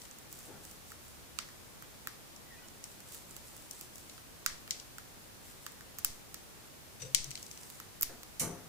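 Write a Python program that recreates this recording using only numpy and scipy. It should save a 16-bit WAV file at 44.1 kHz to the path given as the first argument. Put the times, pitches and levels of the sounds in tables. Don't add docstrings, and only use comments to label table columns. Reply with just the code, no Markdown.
import sys
import numpy as np
from scipy import signal
from scipy.fft import rfft, irfft
from scipy.io import wavfile
from scipy.ndimage import uniform_filter1d, minimum_filter1d

SR = 44100
rng = np.random.default_rng(int(sys.argv[2]) if len(sys.argv) > 2 else 0)


def file_out(sig):
    cols = np.atleast_2d(sig).T
    lim = np.clip(cols, -1, 1)
    pcm = np.round(lim * 32767).astype(np.int16)
    wavfile.write(sys.argv[1], SR, pcm)


def level_to_linear(level):
    exponent = np.asarray(level, float) / 20
    return 10 ** exponent


N = 382788
FLOOR_TOP_HZ = 15380


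def shape(x, points):
    hz, db = np.transpose(points)
    f = np.fft.rfftfreq(x.shape[-1], 1 / SR) + 1
    gain_db = np.interp(np.log(f), np.log(hz), db)
    return irfft(rfft(x) * level_to_linear(gain_db), x.shape[-1])


def low_pass(x, hz):
    return signal.sosfilt(signal.ellip(8, 0.2, 60, hz, fs=SR, output="sos"), x)


def ring(hz, width_hz, size):
    t = np.arange(size) / SR
    return np.sin(2 * np.pi * np.outer(hz, t)) * np.exp(-np.pi * np.outer(width_hz, t))


def add(out, sound, s):
    i = int(s * SR)
    out[..., i:i + sound.shape[-1]] += sound[..., :N - i]


def tugging():
    # start in seconds, hold in seconds, level in dB.
    tugs = [(.01, .02, -57.5), (0.32, 0.14, -58), (.635, 0.076, -58.5), (0.88, 0.036, -62),
            (1.043, .08, -63.5), (2.86, .06, -62), (3.075, .02, -63.5), (3.127, 0.024, -53),
            (3.3, .012, -59), (3.36, .006, -65), (3.458, 0.18, -60.5), (3.73, 0.095, -57), (3.95, .08, -62),
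            (4.1, .06, -65), (5.457, .05, -59.5), (5.632, .02, -61), (7.38, 0.07, -60), (7.52, .01, -59),
            (7.61, 0.18, -60)]
    rise_db_s, fall_db_s = 450, 170
    t = np.arange(N) / SR
    total = np.zeros(N)
    for s, hold_s, db in tugs:
        early_s = np.maximum(s - t, 0)
        late_s = np.maximum(t - s - hold_s, 0)
        total += level_to_linear(db - rise_db_s * early_s - fall_db_s * late_s)
    return total


def rustle():
    # centre in Hz, width in Hz, level in dB.
    stalk_rings = [(5900, 1600, -27), (8000, 1560, -2), (9750, 2400, 1.5), (13500, 2600, -2)]
    shared_per_s, own_per_s = 900, 2500
    ticks = level_to_linear(1.9 * rng.exponential(1, N)) * (rng.random(N) < shared_per_s / SR) * rng.standard_normal(N)
    own = (rng.random((2, N)) < own_per_s / SR) * rng.standard_normal((2, N))
    hz, width_hz, db = np.transpose(stalk_rings)
    stalk = level_to_linear(db) @ ring(hz, width_hz, 256)
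    sound = signal.fftconvolve(ticks + 0.82 * own, stalk[None], axes=1)[:, :N]
    return sound / sound.std() * level_to_linear(2.0) * tugging()


def clicks(events, body, left_late_s, scatter_s, scatter_db, detune, order):
    band_edges_hz = (1050, 2000, 5000, 10000, 15900)
    energy_db = (14.5, 11.4, 10.13, 7.1)
    out, size = np.zeros((3, N)), 768
    hz, width_hz, db = np.transpose(body)
    group = np.digitize(hz, band_edges_hz) - 1
    pairs = list(zip(band_edges_hz, band_edges_hz[1:]))
    bands = [signal.butter(order, pair, "bandpass", fs=SR, output="sos") for pair in pairs]
    soft = [signal.butter(4, pair, "bandpass", fs=SR, output="sos") for pair in pairs]
    t = np.arange(size) / SR
    for s, peak_db, low_db, mid_db, top_db, pan_db in events:
        bend, spread = rng.standard_normal((2, len(hz))), rng.standard_normal((2, size))
        bent_hz = np.minimum(hz * (1 + detune * bend[0]), 16000)
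        rings = ring(bent_hz, width_hz, size) * level_to_linear(db + 1.0 * bend[1])[:, None]
        hit = level_to_linear(scatter_db) * spread * np.minimum(t / 0.00024, 1) * np.exp(-t / scatter_s)
        hit[:, 0] = 1
        sound = np.zeros((3, size))
        for k, rel_db in enumerate((low_db, mid_db, 0, top_db)):
            rung = signal.fftconvolve(hit, rings[group == k].sum(0)[None], axes=1)[:, :size]
            part = signal.sosfilt(bands[k], rung)
            norm = np.sqrt((part ** 2).sum(1))[:, None]
            part = part / norm * level_to_linear(peak_db + rel_db + energy_db[k])
            plain = signal.sosfilt(soft[k], t == 0)
            sound += np.vstack([part, plain * part.std() / plain.std()])
        add(out[0], sound[0] * level_to_linear(pan_db / 2), s + max(left_late_s, 0))
        add(out[1], sound[1] * level_to_linear(-pan_db / 2), s - min(left_late_s, 0))
        add(out[2], sound[2], s)
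    return out


def tray():
    # start in seconds, peak at 5-10 kHz in dB, plate in dB, left minus right in dB.
    husks = [(0.018, -39, -6, 7), (0.0529, -41, -6, 8), (2.3624, -39.5, -16, 9), (2.84, -28, -12.5, 4),
             (2.916, -42, -7, 4), (3.7104, -28.5, -16, 4), (3.9568, -37.5, -18, 7), (4.0966, -37, -2, 1.5),
             (4.7079, -17, -4.5, 4), (4.799, -33.5, -6, 7), (7.147, -7, -6.5, 7.5), (7.243, -28, -12.5, 8),
             (7.3066, -30, -10, 6), (7.3131, -28, -6, 2), (7.3536, -28, -1.5, 2), (7.3748, -37, 1, 0),
             (7.428, -30.5, -14, 2), (7.4647, -35, -10, 2.5), (7.5128, -31.5, -10, 3),
             (7.5743, -35.5, -7, 1.5), (7.6321, -36.5, -12, -4), (7.7522, -43, -8, 0)]
    # centre in Hz, width in Hz, level in dB.
    tray_rings = [(1940, 1400, -20), (2310, 500, 1), (3140, 920, 10.5), (4220, 310, 7.5), (5870, 480, 0),
                  (6330, 790, 4), (7270, 480, 7), (8400, 580, -5), (9200, 1000, -19), (10470, 1300, -8),
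                  (13700, 1800, -12)]
    low_db = -38
    drops = []
    for s, peak_db, plate_db, pan_db in husks:
        fizz_db = -11 - 0.92 * plate_db + 0.16 * peak_db
        drops.append((s, peak_db, low_db, plate_db, fizz_db, pan_db))
    return clicks(drops, tray_rings, left_late_s=-0.0006, scatter_s=0.0018, scatter_db=-14, detune=0.02, order=6)


def beak():
    # start in seconds, peak at 5-10 kHz in dB, shell in dB, fizz in dB.
    nibble_rows = [(0.1118, -36.5, -25, -12), (0.186, -41, -19, 3), (0.3272, -36.5, -16, 7),
                   (0.3894, -39, -19, 1), (0.6513, -39, -13, 2), (0.7127, -39, -12, -0.5),
                   (0.904, -42, -9, 0), (2.6847, -39, -17, -9), (3.004, -41, -11, 1),
                   (3.123, -42, -12, 2.5), (3.147, -42, -1, 11), (3.3098, -38.5, -22, -4),
                   (3.3656, -34.5, -8, 3), (3.5658, -43, -15, 7), (3.8113, -34, -8, 5),
                   (3.9818, -40, -21, 2), (7.701, -40, -3, 7), (2.083, -44, -6, 5), (5.72, -45, -15, 6),
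                   (5.991, -36, -18, 7)]
    # start in seconds, peak at 5-10 kHz in dB, beak cavity in dB, shell in dB, fizz in dB.
    split_rows = [(0.9187, -38.5, -0.5, -10, 3), (1.3878, -22.5, -7.5, -1, -8), (1.8234, -43, 3.5, -5, 8),
                  (2.072, -30, 0.5, -0.5, 9), (4.179, -48.5, 4, 6, 2), (4.4621, -14.5, -7.5, -5.5, -1),
                  (4.677, -45.5, 1, 6.5, 6), (4.9831, -34.5, -1.5, -7, 1.5), (5.6647, -31, -3, -3, 2.5),
                  (5.8083, -43, 2, -4, 1), (5.986, -30.5, -9.5, -7.5, 6.5), (6.047, -15.5, -18, -9, 7.5),
                  (6.3435, -30, -12.5, -7, 1.5), (7.8007, -35.5, -2.5, -5, 5.5), (8.0108, -33, -9, -9, 19),
                  (8.0231, -21, -23, -13, 7), (8.0301, -19.5, -17.5, -4.5, 12), (8.2322, -38, -8.5, -3, 5),
                  (1.488, -43, -3, -8, -6)]
    # centre in Hz, width in Hz, level in dB.
    beak_rings = [(1327, 290, -4), (1870, 430, -5), (2920, 800, -4.5), (3500, 1400, -6), (4770, 700, -1.5),
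                  (5950, 1200, -5), (7300, 850, 1), (9600, 1000, -4.5), (11800, 2200, -5),
                  (13600, 2600, -1), (15000, 3200, -12)]
    shut_cavity_db, nibble_pan_db = -17, -7.5
    splits = [(*row, -5 + 0.24 * row[-1]) for row in split_rows]
    nibbles = [(s, peak_db, shut_cavity_db, shell_db, fizz_db, nibble_pan_db)
               for s, peak_db, shell_db, fizz_db in nibble_rows]
    return clicks(splits + nibbles, beak_rings, left_late_s=0.00014, scatter_s=0.0015, scatter_db=-16.0,
                  detune=0.019, order=4)


def bump(modes, rise_s, t60_s, peak_db, alike):
    hz, width_hz, db = np.transpose(modes)
    t = np.arange(SR // 2) / SR
    noise = rng.standard_normal((3, len(t)))
    sign = (-1) ** np.arange(len(hz))
    decay = np.exp(-np.log(1000) * np.outer((hz / 2000) ** 0.17, t) / t60_s)
    fade = (1 - np.exp(-t / rise_s)) * decay
    rings = (sign * level_to_linear(db) * np.sqrt(width_hz))[:, None] * ring(hz, width_hz, 8192)
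    force = (alike * noise[0] + noise[1:])[:, None] * fade
    sound = signal.fftconvolve(force, rings[None], axes=2).sum(1)
    return sound / np.abs(sound).max() * level_to_linear(peak_db)


def cage():
    FEET, BOOM, LEG, SHELF = (70, 170), (150, 170), (120, 150), (440, 540)
    TOP, EDGE, ALL = (220, 900), (1300, 2200), (70, 2200)
    # start in seconds, peak in dB, rise in seconds, t60 in seconds, part of the stand.
    thuds = [(.455, -43.5, 0.035, 0.41, TOP), (.48, -52, .04, 0.42, EDGE), (.52, -51, 0.052, 0.33, FEET),
             (7.01, -42.5, 0.013, 0.21, LEG), (7.015, -46.5, 0.01, 0.23, SHELF),
             (7.07, -47, .005, .08, SHELF), (7.25, -45, 0.031, 0.15, LEG), (8.085, -45, 0.015, 0.2, TOP),
             (8.085, -49.5, 0.017, 0.25, EDGE), (8.4, -31, 0.008, 0.43, ALL),
             (8.41, -34.5, 0.019, 0.59, ALL), (8.398, -45, 0.0071, 0.49, EDGE),
             (8.4, -37, .003, 0.21, BOOM)]
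    # start in seconds, peak in dB, rise in seconds, rattle t60 in seconds.
    door_bumps = [
        (6.997, -43, .004, 0.07),
        (7.004, -42, .002, .05),
        (7.018, -31.5, .0004, 0.13),
        (7.049, -38.5, .001, 0.068),
        (7.049, -45, .004, 0.5),
    ]
    # start in seconds, peak in dB, rise in seconds, rattle t60 in seconds.
    bar_bumps = [
        (8.3953, -20, 0.00022, .07),
        (8.397, -21, 0.0054, 0.32),
    ]
    # centre in Hz, width in Hz, level in dB.
    stand_modes = [(119, 21, -6.5), (135, 13, -17), (164, 15.4, -0.5), (197, 34, -12.5), (227, 18, -9.5),
                   (313, 71, -4), (400, 34, -3.5), (460, 54, -5), (530, 32, -5.5), (682, 64, -5.5),
                   (862, 96, -6), (1170, 390, -3.5), (1440, 240, -7), (1940, 430, -10.5)]
    # centre in Hz, width in Hz, level in dB.
    door_modes = [(2700, 470, -2.5), (3700, 190, -2.5), (4900, 560, -1.5), (5870, 90, 0), (6150, 130, 0),
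                  (7040, 310, -3), (8120, 450, 1.5)]
    # centre in Hz, width in Hz, level in dB.
    bar_modes = [(2170, 140, -4), (2350, 250, -5.5), (2900, 310, -5), (3150, 280, -7), (4070, 350, -5),
                 (4540, 300, -5), (5250, 600, -0.5), (6030, 660, 1), (6930, 320, 4), (7520, 400, 4),
                 (8780, 520, 6), (11150, 580, 6), (12500, 800, 1), (14400, 990, 0)]
    # centre in Hz, width in Hz, level in dB.
    rod_modes = [(6030, 120, 4), (8910, 60, 1), (10800, 45, -1)]
    out = np.zeros((2, N))
    for s, peak_db, rise_s, t60_s in door_bumps:
        add(out, bump(door_modes, rise_s, t60_s, peak_db, alike=0.57) * level_to_linear([[1.5], [-1.5]]), s)
    for s, peak_db, rise_s, t60_s in bar_bumps:
        add(out, bump(bar_modes, rise_s, t60_s, peak_db, alike=0.33) * level_to_linear([[-1.5], [1.5]]), s)
    add(out, bump(rod_modes, rise_s=0.003, t60_s=0.52, peak_db=-31, alike=0.34), 8.397)
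    for s, peak_db, rise_s, t60_s, (low_hz, high_hz) in thuds:
        modes = [mode for mode in stand_modes if low_hz < mode[0] < high_hz]
        add(out, bump(modes, rise_s, t60_s, peak_db, alike=2.35), s)
    return out


def note(start_s, end_s, from_hz, to_hz, db, rough):
    t = np.arange(N) / SR
    times_s = [start_s, (start_s + end_s) / 2, end_s]
    level_db = np.interp(t, times_s, [db - 7, db, db - 5], -120, -120)
    pitch_hz = np.interp(t, times_s, [from_hz, (from_hz + to_hz) / 2, to_hz], 0, 0)
    waver = 1 + rough * uniform_filter1d(rng.standard_normal(N), size=200)
    return np.sqrt(2) * level_to_linear(level_db) * waver * np.sin(2 * np.pi * np.cumsum(pitch_hz) / SR)


def engine():
    return note(0.72, 1.45, from_hz=87, to_hz=60, db=-64, rough=4.7)


def chirp():
    # start in seconds, end in seconds, from in Hz, to in Hz, level in dB.
    chirp_notes = [
        (2.46, 2.664, 1970, 1940, -64.5),
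        (2.505, 2.574, 1900, 1790, -59.5),
        (2.565, 2.6, 2450, 2520, -62),
        (2.6, 2.658, 1490, 1460, -66),
        (2.635, 2.665, 2960, 3000, -63),
    ]
    return sum(note(*row, rough=5) for row in chirp_notes)


def room(dry):
    # band centre in Hz, level in dB, t60 in seconds.
    room_bands = [(1070, -24, 0.39), (2640, -24, 0.38), (5700, -22, 0.37), (11900, -29, 0.24)]
    t = np.arange(SR // 2) / SR
    tail = 0
    for hz, db, t60_s in room_bands:
        outline = [(hz / 3, -30), (hz / 1.49, 0), (hz * 1.26, 0), (hz * 3, -30)]
        band = shape(rng.standard_normal((2, len(t))), outline)
        tail = tail + level_to_linear(db) * band * np.exp(-np.log(1000) * t / t60_s) * np.minimum(t / 0.0012, 1)
    return signal.fftconvolve(dry[None], tail * 0.19, axes=1)[:, :N]


def scene():
    near = beak() + tray()
    spray = rustle()
    soft = spray + room(near[2] + spray[0]) + cage() + chirp() + engine()
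    return near[:2] + low_pass(soft, FLOOR_TOP_HZ)


def top_cut(x):
    return signal.sosfilt(signal.butter(12, 17160, fs=SR, output="sos"), x)


def record(dry):
    # frequency in Hz, difference in dB.
    port_difference = [(300, 5.5), (1500, 4), (4000, -1.5), (6200, 5), (8000, -5), (11000, 0), (15000, 4)]
    # frequency in Hz, density in dB per Hz.
    hiss_colour = [(12, -35), (20, -7), (107, -3), (330, -8), (700, -11.5), (1440, -15), (2800, -17.5),
                   (8000, -19), (15000, -21.5)]
    left = shape(dry[0], np.multiply(port_difference, (1, 0.5)))
    right = shape(dry[1], np.multiply(port_difference, (1, -0.5)))
    dry = np.array([left, right])
    hiss = low_pass(shape(rng.standard_normal((2, N)), hiss_colour), FLOOR_TOP_HZ)
    hold = int(0.054 * SR)
    held = -minimum_filter1d(-np.abs(dry), hold, axis=1, origin=(hold - 1) // 2)
    drain_hz = 3.8
    drain = np.exp(-2 * np.pi * drain_hz / SR)
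    bias = signal.lfilter([1, -1], [1, -drain], 0.027 * np.maximum(held - 0.2, 0))
    mix = low_pass(dry + bias, 16400) + hiss / hiss.std() * level_to_linear(-53)
    return top_cut(mix)


dry = scene()
out = record(dry)
file_out(out)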